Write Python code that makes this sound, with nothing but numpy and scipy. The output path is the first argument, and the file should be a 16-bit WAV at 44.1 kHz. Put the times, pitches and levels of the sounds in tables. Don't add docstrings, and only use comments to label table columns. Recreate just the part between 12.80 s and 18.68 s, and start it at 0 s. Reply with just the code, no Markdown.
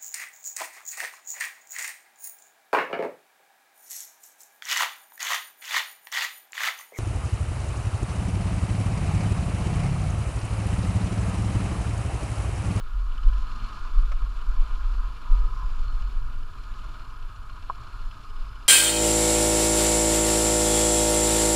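import sys
import numpy as np
from scipy import signal
from scipy.fft import rfft, irfft
from scipy.io import wavfile

SR = 44100
rng = np.random.default_rng(int(sys.argv[2]) if len(sys.argv) > 2 else 0)


def boost_factor(decibels):
    exponent = np.asarray(decibels, float) / 20
    return 10 ** exponent


def materialize(psi):
    bounded = np.clip(np.atleast_2d(psi).T, -1, 1)
    quanta = np.round(bounded * 32767).astype(np.int16)
    wavfile.write(sys.argv[1], SR, quanta)


N = 259308
TIME = np.arange(N) / SR

# (time [s], level [dB])
GROUND_SWAY = [(0, -31.5), (.22, -35), (.38, -32), (.75, -27), (.9, -34), (1.0, -34.5), (1.15, -20.5),
               (1.5, -28), (1.62, -32.5), (1.8, -25.5), (2.22, -22.5), (2.32, -32.5), (2.45, -28),
               (2.7, -23.5), (3.15, -24.5), (3.38, -25), (3.5, -31), (3.7, -39), (3.85, -34.5),
               (4.3, -37.5), (5.05, -39), (5.25, -44.5), (5.88, -36.5)]
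# (time [s], peak [dB], swing [Hz], ringing that follows [dB])
BUMP_JOLTS = [(0.116, -23.5, 33.3, -22), (.171, -19, 33.3, -45), (.302, -18.5, 24.6, -46),
              (0.475, -5, 27.7, -16), (0.842, -19, 27.4, -48), (.94, -31.5, 28, -41),
              (1.066, -23.5, 25.2, -45), (1.184, -6.5, 26, -26), (1.348, -15.5, 27.2, -28),
              (1.519, -22.5, 30.2, -33), (1.696, -12, 28.3, -24), (1.747, -21, 26, -50),
              (1.804, -8, 22.5, -47), (1.942, -15.5, 24.7, -24.5), (2.062, -15, 28.4, -19),
              (2.2, -14, 27.8, -42), (2.527, -5.5, 23.4, -17.5), (2.655, -12.5, 24, -48),
              (2.921, -18, 23.8, -49), (3.012, -14.5, 21.7, -28.5), (3.16, -16.5, 28.7, -31),
              (3.378, -14.5, 22.8, -56), (3.802, -25.5, 29, -45), (3.921, -23, 24.2, -48),
              (4.456, -24, 23.4, -46), (4.846, -27, 22, -53), (5.146, -26.5, 30, -35),
              (5.21, -24, 22.1, -57), (5.264, -20.5, 23.3, -65), (5.511, -26.5, 24.4, -42),
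              (5.564, -24, 24.2, -49), (5.614, -19.5, 20.2, -39)]
# (time [s], speed [crank turns/s])
CRANK_SPEED = [(0.0, 15.95), (0.2, 15.16), (0.6, 21.99), (1.0, 24.54), (1.4, 19.97), (1.8, 20.33),
               (2.0, 22.21), (2.4, 21.48), (2.6, 22.43), (3.0, 23.08), (3.3, 19.47), (3.8, 19.36),
               (4.1, 19.95), (4.55, 14.13), (5.0, 16.83), (5.6, 15.81), (5.9, 13.76)]
# (time [s], level [dB])
ENGINE_LOAD = [(0, -58), (.28, -57.5), (.45, -53), (.65, -52), (.9, -50.5), (1.1, -52), (1.3, -54.5),
               (1.5, -54.5), (1.95, -53.5), (2.45, -55.5), (2.8, -54), (3.2, -55), (3.6, -58.5),
               (3.92, -54.5), (4.5, -59), (5.0, -55.5), (5.4, -56.5), (5.88, -57.5)]
# (centre [Hz], half width [Hz], relative level [dB])
HOUSING_MODES = [(863, 25, -9.5), (1010, 71, -2), (1086, 43, 0), (1249.4, 67, 3.5), (1411, 63, 0),
                 (1630, 102, -9)]
# (frequency [Hz], level [dB per Hz])
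GROWL_SPECTRUM = [(76, -30), (130, -2), (161, -8.5), (232, -6.5), (341, -12), (423, -17.5), (529, -40),
                  (617, -11.5), (765, -18), (820, -35), (1070, -36), (1800, -120)]
# (frequency [Hz], level [dB per Hz])
CLATTER_SPECTRUM = [(1060, 0.5), (1800, -2), (2030, -3.5), (2340, 4), (2550, 2), (2970, 3.5), (3180, -1),
                    (3550, 1.5), (3830, -3), (4210, 0.5), (6310, -12.5), (7020, -10), (8000, -19.5),
                    (10400, -21), (17600, -120)]
# (time [s], half length [s], centre [Hz], level before a 2 dB cut [dB])
METAL_SINGS = [(2.85, .1, 5000, -68), (3.09, 0.079, 4300, -61), (3.24, 0.066, 4350, -68),
               (5.66, 0.41, 5040, -68), (.8, 0.19, 4200, -62), (2.78, .05, 5650, -70),
               (2.95, 0.27, 7000, -78), (3.8, .07, 4150, -68), (4.0, 0.23, 6950, -76),
               (4.2, 0.11, 4200, -65), (4.3, .15, 5020, -73), (5.0, 0.49, 4250, -70.5),
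               (5.27, 0.028, 6900, -73)]
# (frequency [Hz], relative level [dB], t60 [s])
OWN_PIPE_MODES = [(64, 13, 0.058), (85.8, 8, 0.16), (108, 4.5, 0.1), (201, -4, 0.056), (233.7, -5, 0.18),
                  (289.6, -10, 0.26)]
# (time [s], level before a 5.5 dB cut [dB], even turns over odd [dB], 3 kHz over the rest [dB])
TICK_LEVELS = [(0, -67, -3, 3), (.27, -69, 0, 2), (.32, -61, 0, 4), (.47, -59, 0, 2), (.55, -58.5, 0, -2),
               (.9, -57.5, -2, -1), (1.05, -68, 0, -2), (1.32, -64, 3, 0), (1.6, -66, -5, 0),
               (2.0, -65, 0, 0), (2.5, -70, -3, -2), (3.2, -63, -2, 0), (3.6, -69, -5, 0),
               (3.95, -62, -3, -1), (4.12, -65, 1, -2), (4.3, -62, 4, 0), (4.9, -63, 5, 0),
               (5.15, -65, 3, -1), (5.35, -62, 4, 1), (5.6, -63, 2, 0), (5.88, -61.5, 0, 0)]
# (time [s], extra level [dB])
HARDER_TICKS = [(3.22, 4), (4.695, 2), (5.312, 4)]
# (frequency [Hz], relative level [dB], t60 of one pass [s])
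VALVE_MODES = [(1245, -6, .03), (2380, -7, .014), (2720, -5, .014), (3000, 0, .018), (3380, -7, .011),
               (4160, -7, .011), (5070, -10, .013), (5750, -14, .014), (6900, -19, .012)]
# (start [s], length [s], start pitch [Hz], end pitch [Hz], nominal level [dB])
PANEL_HUMS = [(0.529, 0.3, 1010, 1044, -50.5), (0.857, 0.2, 1037, 1015, -58.5),
              (1.795, 0.18, 1028, 1040, -47), (2.173, 0.14, 1000, 1001, -49.5),
              (2.44, 0.25, 1244, 1246, -49.5), (2.462, 0.28, 987, 1010, -47.5),
              (2.793, 0.049, 1043, 1014, -41.5), (2.896, 0.034, 1047, 1020, -54),
              (0.238, 0.12, 1273, 1294, -53), (0.402, .05, 1257, 1250, -56),
              (0.535, 0.089, 1285, 1260, -54), (.8, 0.035, 1243, 1235, -54),
              (0.888, 0.092, 1222, 1240, -47), (0.926, 0.076, 1427, 1415, -54.5),
              (3.06, 0.039, 1240, 1252, -53)]
# (time [s], peak [dB], contact [s], second touch after [s])
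HOUSING_KNOCKS = [(1.324, -36, 0.0002, 0.00315), (3.967, -49, 0.00029, 0.00305),
                  (4.696, -41, 0.00044, 0.00364), (4.897, -17, 0.001, 0.004875),
                  (4.983, -43, 0.00022, 0.0034)]
# (frequency [Hz], relative level [dB], t60 [s])
SHELL_MODES = [(458, -16, 0.012), (670, -15, 0.014), (702, -15, 0.096), (972, 3.5, 0.022), (1101, 7, 0.042),
               (1285, 5.5, 0.016), (1620, 3, 0.014), (2350, 3, 0.012), (4200, -42, .01)]
# (time [s], firing rate [firings/s])
AHEAD_FIRINGS = [(0.0, 13.82), (0.5, 13.46), (1.0, 13.11), (1.5, 12.81), (2.0, 12.65), (2.5, 12.77),
                 (3.0, 13.37), (3.5, 14.22), (4.0, 14.13), (4.5, 13.4), (5.0, 14.03), (5.5, 14.48),
                 (6.0, 13.66)]
# (time [s], level of its thumps [dB])
AHEAD_LEVELS = [(0, -58.5), (.45, -43.5), (.56, -46), (.75, -59), (1.02, -50), (1.1, -66), (1.3, -46),
                (1.6, -54), (2.4, -53.5), (2.7, -45), (3.4, -48), (4.15, -51.5), (4.85, -49.5), (5.15, -50),
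                (5.88, -54)]
# (frequency [Hz], relative level [dB], t60 [s])
AHEAD_PIPE_MODES = [(66.6, -1.2, 0.19), (81.3, -0.93, 0.25), (110, -0.32, 0.16)]
# (frequency [Hz], level [dB])
HISS_SPECTRUM = [(3530, -50), (6000, -18), (6970, -9), (9260, -13), (10600, -11.5), (10800, -12.5),
                 (13400, -13.5), (15000, -16.5)]
# (frequency [Hz], rms level [dB])
WHINE_TONES = [(10261.72, -87), (10285.7, -85.5), (10309.68, -91), (10357.64, -97)]


def rms_one(x):
    return x / np.sqrt(np.mean(x ** 2) + 1e-20)


def in_time(rows):
    s, *columns = np.transpose(rows)
    return [np.interp(TIME, s, column) for column in columns]


def coloured(gain_at):
    hz = np.arange(1, N // 2 + 2) * SR / N
    return rms_one(irfft(rfft(rng.standard_normal(N)) * gain_at(hz), N))


def spectrum(points):
    hz, level_db = np.transpose(points)
    return lambda f: boost_factor(np.interp(np.log(f), np.log(hz), level_db))


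def peak(hz, half_width):
    return lambda f: 1 / (1 + ((f - hz) / half_width) ** 2)


def drift(rate_hz):
    return coloured(peak(0, rate_hz))


def ring(x, modes):
    out = 0
    for k, (hz, level_db, t60) in enumerate(modes):
        radius = boost_factor(-60 / (t60 * SR))
        w = 2 * np.pi * hz / SR
        resonator = [1, -2 * radius * np.cos(w), radius * radius]
        out = out + (-1) ** k * boost_factor(level_db) * signal.lfilter([0, np.sin(w)], resonator, x + 1e-18)
    return out


def turns(rate_table, start):
    return start + np.cumsum(in_time(rate_table)[0]) / SR


def once_per_turn(turn, spread_db):
    whole = np.floor(turn).astype(int)
    strength = boost_factor(spread_db * rng.standard_normal(200))
    return np.diff(whole, prepend=whole[0]) * strength[whole]


def level_by_engine(level_db, load_share, db_per_turn):
    load_db, = in_time(ENGINE_LOAD)
    load_swing_db = load_share * (load_db - load_db.mean())
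    return boost_factor(level_db + load_swing_db + db_per_turn * (in_time(CRANK_SPEED)[0] - 19.5))


def swell_and_fade(start, length):
    rise = np.minimum(TIME - start, 0) / 0.04
    fade = np.maximum(TIME - start - length, 0) / 0.03
    return np.exp(rise - fade)


def mount():
    ground_db, = in_time(GROUND_SWAY)
    ringing = boost_factor(-37.5 + 0.71 * (ground_db - ground_db.mean()))
    rise_s, fall_s = 0.05, 0.11
    for s, _, _, ring_db in BUMP_JOLTS:
        after = np.clip(TIME - s, 0, 9)
        ringing = ringing + boost_factor(ring_db) * (1 - np.exp(-after / rise_s)) * np.exp(-(after / fall_s) ** 2)
    sway = coloured(lambda f: peak(19, 11)(f) ** 2 * f / (f + 1.8))
    out = boost_factor(ground_db + 2 * drift(2.8)) * sway
    out += ringing * coloured(lambda f: peak(41, 7.0)(f) / (1 + (f / 54) ** 14))
    for s, level_db, hz, _ in BUMP_JOLTS:
        bell = np.exp(-((TIME - s) * hz / 0.55) ** 2)
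        swing = boost_factor(level_db) * np.cos(2 * np.pi * hz * (TIME - s))
        out = out * (1 - bell) - bell * swing
    camera_filter = signal.butter(8, 56, fs=SR, output="sos")
    return signal.sosfiltfilt(camera_filter, out)


def housing_roar():
    out = 0
    for hz, half_width, level_db in HOUSING_MODES:
        level = boost_factor(level_db + 0.96 * drift(5.4) + 1.18 * drift(36))
        out = out + level * np.sqrt(half_width) * coloured(peak(hz, half_width))
    return rms_one(out)


def engine(turn):
    swell = np.cos(2 * np.pi * (turn - .1))
    shared = drift(13.0)
    roar_db = 1.0 * swell + 0.12 * shared + 0.86 * drift(27)
    out = housing_roar() * level_by_engine(-49, 0.63, 0.059) * boost_factor(roar_db)
    growl_db = 0.42 * swell + 1.6 * shared + 0.43 * drift(3.4)
    out += coloured(spectrum(GROWL_SPECTRUM)) * level_by_engine(-60, 0.16, 0.2) * boost_factor(growl_db)

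    gulp = boost_factor(-62) * np.exp(-((TIME - 2.63) / 0.065) ** 2)
    drone = level_by_engine(-69.5, 0.2, 0.65) * boost_factor(1.0 * drift(2.4))
    out += coloured(peak(426.0, 53)) * boost_factor(3.6 * swell) * (drone + gulp)

    metal = spectrum(CLATTER_SPECTRUM)
    upper = lambda f: 1 / (1 + (3800 / f) ** 12)
    clatter = coloured(lambda f: metal(f) * np.sqrt(1 - upper(f)))
    sizzle = coloured(lambda f: metal(f) * np.sqrt(upper(f)))
    flicker_db = 0.5 * np.cos(4 * np.pi * (turn + .02)) + 0.73 * shared
    out += clatter * level_by_engine(-58, 0.75, 0.011) * boost_factor(flicker_db + 1.64 * drift(34))
    out += sizzle * level_by_engine(-63, 0.89, 0.036) * boost_factor(flicker_db + 1.0 * drift(40))
    fins = coloured(peak(5070, 90))
    return out + fins * level_by_engine(-88.5, .4, .1) * boost_factor(4.0 * np.cos(2 * np.pi * turn))


def own_exhaust(turn):
    thumps = rms_one(ring(once_per_turn(turn - .3, spread_db=1.2), OWN_PIPE_MODES))
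    return level_by_engine(-56, 1, 0.19) * thumps


def valve_ticks(turn):
    tick_db, even_db, ping_db = in_time(TICK_LEVELS)
    for s, extra_db in HARDER_TICKS:
        tick_db = tick_db + extra_db * (np.abs(TIME - s) < .025)
    ticks = 0
    for hz, level_db, t60 in VALVE_MODES:
        touches = once_per_turn(turn + .08 + .035 * drift(12), spread_db=1.0)
        even_odd_db = even_db * (-1) ** np.floor(turn + .5) / 2
        accent = boost_factor(level_db + even_odd_db + ping_db * (level_db == 0))
        mode = [(hz, 0, t60)]
        tick = ring(ring(touches, mode), mode)
        rattle = 1.8 + drift(260)
        ticks = ticks + accent * rms_one(tick * rattle)
    return boost_factor(tick_db - 5.5) * ticks


def panel(turn):
    out = np.zeros(N)
    push = boost_factor(2.0 * np.cos(2 * np.pi * (turn - .15)))
    for s, length, start_hz, end_hz, level_db in PANEL_HUMS:
        pitch = np.interp(TIME, [s, s + length], [start_hz, end_hz])
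        phase = 2 * np.pi * np.cumsum(pitch) / SR
        tone = (.6 + .45 * drift(55)) * np.sin(phase) + .62 * drift(55) * np.cos(phase)
        out += swell_and_fade(s, length) * boost_factor(level_db) * push * tone
    return out


def exhaust_boom():
    phase = 2 * np.pi * 114 * TIME + .5 * drift(11.0)
    note = boost_factor(-45.5) * np.sin(phase)
    octave = boost_factor(-52.5 + 2.2 * drift(11)) * np.sin(2 * phase)
    return swell_and_fade(.71, .13) * (note + octave)


def singing_metal(turn):
    out = np.zeros(N)
    shaken_db = 4 * np.cos(4 * np.pi * (turn + .02))
    for s, half, hz, level_db in METAL_SINGS:
        moment = np.exp(-((TIME - s) / half) ** 2)
        out += boost_factor(level_db - 2.0 + shaken_db) * moment * coloured(peak(hz, 120))
    return out


def knocks():
    out = np.zeros(N)
    for s, level_db, contact, bounce in HOUSING_KNOCKS:
        force = np.zeros(N)
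        push = np.hanning(int(contact * SR) + 3)
        for delay, size in ((0, 1), (bounce, .6)):
            at = int((s + delay) * SR)
            force[at:at + len(push)] += size * push
        sound = ring(force, SHELL_MODES)
        out -= boost_factor(level_db) * sound / np.abs(sound).max()
    return out


def twig_whip():
    start_s, length_s = 1.316, .013
    part = (TIME - start_s) / length_s
    envelope = np.clip(part / 0.11, 0, 1) * np.exp(-np.clip(part, 0, 9) ** 2)
    scrape = envelope * coloured(peak(0, 5000))
    band = signal.butter(4, [1800, 7500], "band", fs=SR, output="sos")
    crack = signal.sosfilt(band, scrape)
    hollow = ring(np.diff(np.clip(part * 20, 0, 1), prepend=0), [(587, 0, .07)])
    layers = (-35, ring(scrape, SHELL_MODES)), (-42, crack), (-42.5, hollow)   # (peak [dB], sound)
    return sum(boost_factor(level_db) * sound / np.abs(sound).max() for level_db, sound in layers)


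def exhaust_ahead():
    firings = once_per_turn(turns(AHEAD_FIRINGS, .96 + 0.1185), spread_db=2.0)
    thumps = rms_one(ring(firings, AHEAD_PIPE_MODES))
    hum = boost_factor(-5.5) * rms_one(ring(rng.standard_normal(N), AHEAD_PIPE_MODES))
    return boost_factor(in_time(AHEAD_LEVELS)[0]) * (thumps + hum)


def camera():
    whine = sum(np.sqrt(2) * boost_factor(level_db) * np.sin(2 * np.pi * hz * TIME) for hz, level_db in WHINE_TONES)
    return boost_factor(-72.5) * coloured(spectrum(HISS_SPECTRUM)) + whine


def scene():
    turn = turns(CRANK_SPEED, .838)
    mix = mount() + engine(turn) + own_exhaust(turn) + valve_ticks(turn)
    mix += panel(turn) + exhaust_boom() + singing_metal(turn)
    mix += knocks() + twig_whip() + exhaust_ahead() + camera()
    return mix[None]


def band_limit(x):
    return signal.sosfilt(signal.butter(12, 15170, fs=SR, output="sos"), x)


def record(dry):
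    return band_limit(dry)


dry = scene()
out = record(dry)
materialize(out)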